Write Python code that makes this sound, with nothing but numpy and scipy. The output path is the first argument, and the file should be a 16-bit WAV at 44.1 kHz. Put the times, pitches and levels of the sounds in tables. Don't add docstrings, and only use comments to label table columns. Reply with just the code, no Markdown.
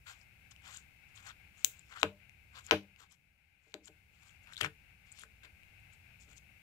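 import sys
import numpy as np
from scipy import signal
from scipy.fft import rfft, irfft, next_fast_len
from scipy.io import wavfile
from scipy.ndimage import uniform_filter1d, minimum_filter1d

SR = 44100
rng = np.random.default_rng(int(sys.argv[2]) if len(sys.argv) > 2 else 0)


def store_wav(level_fs):
    pcm = np.round(np.clip(np.atleast_2d(level_fs), -1, 1) * 32767)
    wavfile.write(sys.argv[1], SR, pcm.T.astype(np.int16))


def volts(x):
    e = np.asarray(x, float) / 20
    return 10 ** e


N = 291929

# start in seconds, length in seconds,
# peak position as a share of the length, level in dB, dryness in dB.
SMACKS = [(0.051, 0.13, 0.21, -53.5, -4.5), (0.612, 0.14, 0.55, -54, -5), (1.136, 0.11, 0.42, -61, -0.5),
          (1.216, 0.12, 0.62, -54, -5.5), (1.894, 0.053, 0.83, -63.5, -16), (1.935, .075, .55, -57, -13.5),
          (2.517, 0.11, 0.55, -55.5, -6), (2.664, 0.042, 0.84, -60, -16), (2.968, 0.11, 0.4, -62, -6),
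          (4.454, 0.093, 0.31, -65.5, -14.5), (4.604, 0.0168, 0.63, -36, -5),
          (4.611, 0.078, 0.44, -47, -15), (5.431, 0.058, 0.06, -60.5, -10.5), (6.255, 0.11, .5, -68, 4)]
# start in seconds, length in seconds,
# peak position as a share of the length, level in dB, dryness in dB.
PEELS = [(0.162, 0.098, .5, -72.5, 6), (0.508, 0.027, 0.14, -58, 3), (0.705, 0.088, 0.55, -56, 2.5),
         (0.758, 0.095, 0.18, -68.5, 5), (1.072, 0.051, 0.5, -75.5, 3), (1.52, .16, 0.5, -67.5, 4),
         (1.655, 0.23, 0.2, -69, 5.5), (1.835, .14, 0.35, -72.5, 7.5), (1.972, 0.059, 0.7, -59, 7),
         (2.619, 0.07, 0.7, -62, 7.5), (3.084, 0.077, 0.59, -68.5, 6), (3.602, 0.19, 0.33, -80, 6.5),
         (3.824, 0.051, 0.7, -73.5, 24), (3.863, 0.031, 0.51, -59.5, 3.5), (4.109, 0.13, 0.42, -76.5, 0.5),
         (4.18, 0.23, 0.3, -68.5, 2), (4.406, 0.081, 0.53, -79, 11.5), (4.508, 0.051, 0.68, -60, 5),
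         (4.555, 0.059, 0.7, -55.5, 3), (5.045, 0.15, 0.17, -72.5, 6), (5.123, 0.14, 0.7, -59, 4.5),
         (5.899, 0.069, 0.6, -76.5, 11), (6.186, 0.085, 0.44, -70, 21), (6.35, 0.048, .55, -67, 19.5)]
# frequency in Hz, width in Hz, level in dB.
FILM_RESONANCES = [
    [(560, 210, -14), (812, 110, -6.5), (1100, 410, 2), (1510, 360, 7.5), (2180, 1000, 5.5)],
    [(3220, 990, 0.5), (4350, 510, -7.5)],
    [(5470, 1200, 1), (7146, 1100, 7.5)],
    [(11100, 3000, 5.5), (14000, 2600, -1)],
]
# level in dB, share of the dryness (no unit).
FILM_DRIVE = [
    (-0.74, -.55),
    (-0.95, -0.0044),
    (-1.34, .45),
    (-15, .2),
]
# time in seconds, peak in dB.
POPS = [
    (1.6453, -3),
    (2.0296, -3.5),
    (2.709, 8),
    (3.7403, -21.5),
    (4.6448, -16),
]
# frequency in Hz, level in dB.
POP_COLOURS = [
    [(240, -55.5), (400, -32), (1740, -22), (3060, -8.5), (4830, -15.5), (7030, 3.5), (9460, -18.5),
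     (12000, -12), (13400, -19.5), (15900, -5), (16900, -38.5)],
    [(240, -33.5), (400, -3), (1200, 0.5), (2010, -13.5), (2750, -4), (4530, -19.5), (6200, -22),
     (7600, -17.5), (8610, -42.5), (10100, -32), (16900, -46)],
    [(240, -49.5), (400, -4), (947, 3.5), (1980, -4.5), (3060, 0.5), (3760, -9.5), (6100, -10.5),
     (8350, -29.5), (11800, -28.5), (15600, -37), (16900, -58)],
    [(240, -33), (400, -3.5), (4530, -2), (5300, -13.5), (7250, -3), (8480, -17.5), (9460, -28),
     (12700, -23), (15100, -30), (16900, -59)],
    [(240, -55.5), (400, -4), (1360, 11), (2700, 3), (3810, -46), (5380, -5), (14900, -38), (16900, -72)],
]
# delay in seconds, level in dB.
CUP_ECHOES = [(.0005, -17), (.0008, -20), (.0013, -13), (.002, -20.5)]
# time in seconds, peak in dB, pitch in Hz.
TICKS = [(.214, -49, 4700), (.5142, -50, 5350), (.5634, -41.5, 2560), (1.2903, -38, 5300),
         (1.7941, -38, 6870), (1.939, -43, 3100), (1.9731, -34, 1220), (1.9987, -39, 5600),
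         (2.0158, -31.5, 3530), (2.2956, -39.5, 2240), (2.6661, -32, 6660), (2.962, -44.5, 2410),
         (3.12, -47.5, 6970), (3.124, -49.5, 10500), (3.8575, -38.5, 6960), (3.876, -45, 6980),
         (3.881, -39.5, 2990), (4.2948, -46, 3050), (4.473, -42, 2384), (5.119, -37.5, 7000),
         (5.1247, -37, 7300), (5.1959, -37.5, 9300), (5.2186, -43, 9900), (5.2363, -33, 1455),
         (5.44, -47, 1540), (5.6339, -42.5, 2430), (5.8015, -59, 7460), (5.936, -49, 7580),
         (6.3759, -51, 7260), (6.3812, -42, 5900)]
# time in seconds, peak in dB, pitch in Hz.
BUBBLE_NEST = [(4.5244, -36.5, 1620), (4.536, -34, 3570), (4.5596, -39, 3340), (4.5683, -26, 3400),
               (4.5786, -29.5, 3680), (4.5803, -32, 3830), (4.609, -35, 2000), (4.6112, -15.5, 1660),
               (4.613, -14.5, 2870), (4.6155, -19, 2933), (4.6235, -23.5, 2320), (4.6304, -22.5, 2340),
               (4.6332, -22, 2780), (4.64, -24.5, 2220), (4.6432, -26, 1600), (4.654, -27, 2040),
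               (4.661, -28, 2800), (4.6635, -29, 2430), (4.6686, -40, 2350)]
# time in seconds, peak in dB, weight of the lowest modes in dB,
# push length in seconds.
THUMPS = [(1.652, -61, -13.5, .005), (2.027, -28, -14, 0.0036), (2.712, -20.5, -17, 0.0063),
          (2.998, -70, -19, .015), (3.661, -68, -16.5, 0.0077), (3.738, -42.5, -29.5, 0.0024),
          (3.88, -56.5, -8.5, 0.0055), (4.608, -41.5, 2.5, 0.01), (4.64, -47.5, -3.5, 0.0096),
          (5.214, -64.5, -24, 0.016), (5.438, -65, -17.5, .008), (6.26, -66, -18, 0.024)]
# frequency in Hz, level in dB, 60 dB decay time in seconds.
BOARD_MODES = [(93.8, -21, 0.21), (155, -24, 0.15), (198, -15.5, .4), (306, -4, 0.15), (417, -5.5, 0.0721),
               (445.4, -2, .14), (532, -14, 0.15), (597, -4.5, 0.13), (790, -6, .04), (902, -19, 0.13),
               (988.5, -11.5, 0.028)]
# frequency in Hz, level in dB.
FAR_PORT = [(300, -5.5), (600, -5), (1000, -16), (1550, -7), (2100, -15), (3500, -21), (5000, -13),
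            (6200, -25), (7500, -29.5), (9500, -15), (15000, -8)]
# delay in seconds, level in dB.
WALL_ECHOES = [(.0075, -24.5), (.009, -34.5), (0.018, -34.5)]
# frequency in Hz, 60 dB decay time in seconds.
ROOM_T60 = [(100, 0.26), (400, 0.11), (1500, 0.13), (4000, 0.19), (8000, 0.22), (14000, 0.19)]
# frequency in Hz, level in dB.
ROOM_WET = [(100, -26.5), (400, -15.5), (1500, -12), (3000, -18.5), (4800, -21), (6200, -23.5),
            (7500, -25.5), (9500, -17.5), (14000, -13)]
# frequency in Hz, density in dB per Hz.
HUSH = [(25, -99), (45, -93), (65, -83.5), (100, -86.5), (195, -96.5), (250, -105), (400, -110),
        (700, -115), (1200, -118), (4000, -117), (9000, -120), (15000, -118)]
# frequency in Hz, density in dB per Hz.
WHIRR = [(400, -120), (560, -110), (800, -101), (1000, -112), (1200, -112), (1550, -97.5), (1880, -104),
         (2120, -90.5), (2650, -91), (3200, -108), (4200, -113), (6000, -125)]
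# time in seconds, whirr level in dB.
GAIN_RIDE = [(0.0, -78), (0.33, -78), (0.79, -76), (1.0, -78), (1.25, -76.5), (2.34, -80), (2.63, -78),
             (2.89, -81), (3.13, -85), (3.45, -86.5), (3.8, -86), (3.93, -80.5), (4.059, -80.5),
             (4.48, -77), (4.98, -79), (5.769, -77), (6.62, -78)]

PULL_STEP = 16
SWELL_DB, FADE_DB, HOLD = 24, 24.5, 0.35
BURST_RISE_S = 0.001
TICK_T60_S, TICK_CRACK_DB = 0.0044, -6
NEST_T60_S, NEST_CRACK_DB = 0.0035, -8
CRACK_DB_PER_OCT = 1.5


def on_log_hz(hz, table):
    table = np.array(table, float)
    return np.interp(np.log(hz + 1), np.log(table[:, 0]), table[:, 1])


def coloured_noise(db_of_hz):
    size = next_fast_len(N)
    hz = np.arange(size // 2 + 1) * SR / size
    spectrum = rfft(rng.standard_normal(N), size) * volts(db_of_hz(hz))
    return irfft(spectrum * np.sqrt(SR / 2), size)[:N]


def causal_colour(x, table):
    size = 1024
    hz = np.arange(size // 2 + 1) * SR / size
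    cepstrum = irfft(np.log(volts(on_log_hz(hz, table))), size)
    cepstrum[1:size // 2] *= 2
    cepstrum[size // 2 + 1:] = 0
    response = irfft(np.exp(rfft(cepstrum)), size)[:size // 2]
    return signal.fftconvolve(x, response)[:N]


def resonate(x, hz, width):
    return signal.lfilter(*signal.iirpeak(min(hz, 0.45 * SR), hz / width, SR), x)


def walk(rate):
    k = int(SR / rate)
    w = uniform_filter1d(np.repeat(rng.standard_normal(N // k + 1), k), k)[:N]
    return w / w.std()


def place(shape, s, out):
    i = int(s * SR)
    return out + np.pad(shape, (i, N))[:N]


def pull(start, length, peak, db):
    u = (np.arange(0, N, PULL_STEP) / SR - start) / length
    peak = np.clip(peak, 0.05, 0.95)
    hold_from, hold_to = peak * (1 - HOLD), peak + HOLD * (1 - peak)
    shape_db = np.interp(u, [0, hold_from, hold_to, 1], [-SWELL_DB, 0, 0, -FADE_DB])
    return volts(db + shape_db) * (u > 0) * (u < 1)


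def peel():
    out = 0
    spurts = volts(2.0 * walk(220))
    rows = np.array(SMACKS + PEELS)
    dryness_db = rows[:, 4]
    pulls = np.array([pull(*row[:4]) for row in rows])
    for group, (drive_db, share) in zip(FILM_RESONANCES, FILM_DRIVE):
        layer = 0
        for hz, width, db in group:
            sizes = rng.standard_normal(N) * volts(2.0 * rng.exponential(size=N))
            cracks = (rng.random(N) < 0.12) * sizes
            wander = volts(2.6 * walk(35))
            ring = resonate(resonate(cracks, hz, 1.3 * width), hz, 1.6 * width)
            layer = layer + volts(db) * wander * ring / np.sqrt(width)
        level = np.repeat(volts(drive_db + share * dryness_db) @ pulls, PULL_STEP)[:N]
        out = out + volts(1.5) * layer / layer.std() * uniform_filter1d(level, size=128) * spurts
    return out


def pops():
    out = np.zeros(N)
    suck = np.append(-0.16 * np.hanning(12), 1)
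    for (s, peak_db), colour in zip(POPS, POP_COLOURS):
        shape = causal_colour(suck, colour)
        out = place(volts(peak_db + 2.0) * shape / abs(shape).max(), s + 0.0012, out)
    return out + sum(volts(db) * np.roll(out, int(s * SR)) for s, db in CUP_ECHOES)


def burst(peak_db, hz, t60, crack_db, chance):
    t = np.arange(len(chance)) / SR
    from_peak = abs(t - BURST_RISE_S)
    ring = np.sin(2 * np.pi * hz * t * (1 + 30 * t)) * np.exp(-np.log(1000) * from_peak / t60)
    crack = np.gradient(uniform_filter1d(chance, size=3)) * np.exp(-from_peak / 0.00043)
    return volts(peak_db) * np.minimum(t / 0.00013, 1) * (ring + volts(crack_db) * crack)


def ticks():
    out = np.zeros(N)
    kinds = (TICKS, TICK_T60_S, TICK_CRACK_DB), (BUBBLE_NEST, NEST_T60_S, NEST_CRACK_DB)
    for table, t60, crack_db in kinds:
        for s, db, hz in table:
            tear_db = crack_db + CRACK_DB_PER_OCT * np.log2(hz / 3000)
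            shape = burst(db, hz, t60, tear_db, rng.standard_normal(1024))
            out = place(shape, s - BURST_RISE_S, out)
    return out


def table_thump():
    out = np.zeros(N)
    t = np.arange(SR // 2) / SR
    for s, db, low_db, push_s in THUMPS:
        settling = 0.13 * np.exp(-t / 0.033)
        push = rng.standard_normal(len(t)) * (t / push_s * np.exp(-t / push_s) + settling)
        ring = 0
        for hz, mode_db, t60 in BOARD_MODES:
            mode = resonate(resonate(push, hz, 2.9 / t60), hz, hz / 3.8)
            weight_db = mode_db + (low_db + 21) * (hz < 170)
            ring = ring + volts(weight_db) * mode / abs(mode).max()
        out = place(volts(db - 7.0) * ring, s, out)
    return out


def room(x):
    t = np.arange(SR // 2) / SR
    tail = 0
    for hz in 90 * 2 ** np.arange(0, 7.6, 0.25):
        band = resonate(resonate(rng.standard_normal(len(t)), hz, hz / 4), hz, hz / 4)
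        decay = np.exp(-np.log(1000) * t / on_log_hz(hz, ROOM_T60))
        tail = tail + volts(on_log_hz(hz, ROOM_WET) - 24.5) * band * decay
    onset = np.clip((t - 0.002) / 0.0045, 0, 1)
    return signal.fftconvolve(x, tail * onset)[:N]


def hush():
    s, whirr_db = np.transpose(GAIN_RIDE)
    ride_db = np.interp(np.arange(N) / SR, s, whirr_db - np.median(whirr_db))
    ride = volts(ride_db + 0.26 * walk(0.57))

    def shared(hz):
        return np.clip(0.92 - hz / 1200, 0, 1)

    def own_hiss():
        return coloured_noise(lambda hz: on_log_hz(hz, HUSH) + 10 * np.log10(1 - shared(hz)))

    rumble = coloured_noise(lambda hz: on_log_hz(hz, HUSH) + 10 * np.log10(shared(hz) + 1e-9))
    rumble = rumble * volts(0.67 * walk(3.5))
    whirr = coloured_noise(lambda hz: on_log_hz(hz, WHIRR)) * volts(1.3 * walk(16))
    return ride * (rumble + np.array([own_hiss() + whirr, own_hiss()]))


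def scene():
    burst_air = pops()
    slime = peel() + burst_air + ticks()
    far_slime = np.roll(causal_colour(slime, FAR_PORT), 7)
    treble = np.gradient(burst_air)
    walls = sum(volts(db) * np.roll(treble, int(s * SR)) for s, db in WALL_ECHOES)
    thump = table_thump()
    near = slime + room(slime) + volts(4.5) * thump
    far = far_slime + volts(-4) * room(slime) + volts(0.45) * thump
    return np.array([near, far]) + walls + hush()


def band_limit(x):
    return signal.sosfilt(signal.butter(12, 17040, fs=SR, output="sos"), x)


def record(dry):
    reach = -minimum_filter1d(-abs(dry).max(axis=0), size=97)
    gain = uniform_filter1d(np.minimum(0.96 / (reach + 1e-9), 1), size=49)
    held = dry * gain
    low_pass = signal.ellip(8, 0.1, 40, 15600, fs=SR, output="sos")
    low = signal.sosfiltfilt(low_pass, held)
    finished = low + volts(-18) * (held - low)
    return band_limit(finished)


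dry = scene()
out = record(dry)
store_wav(out)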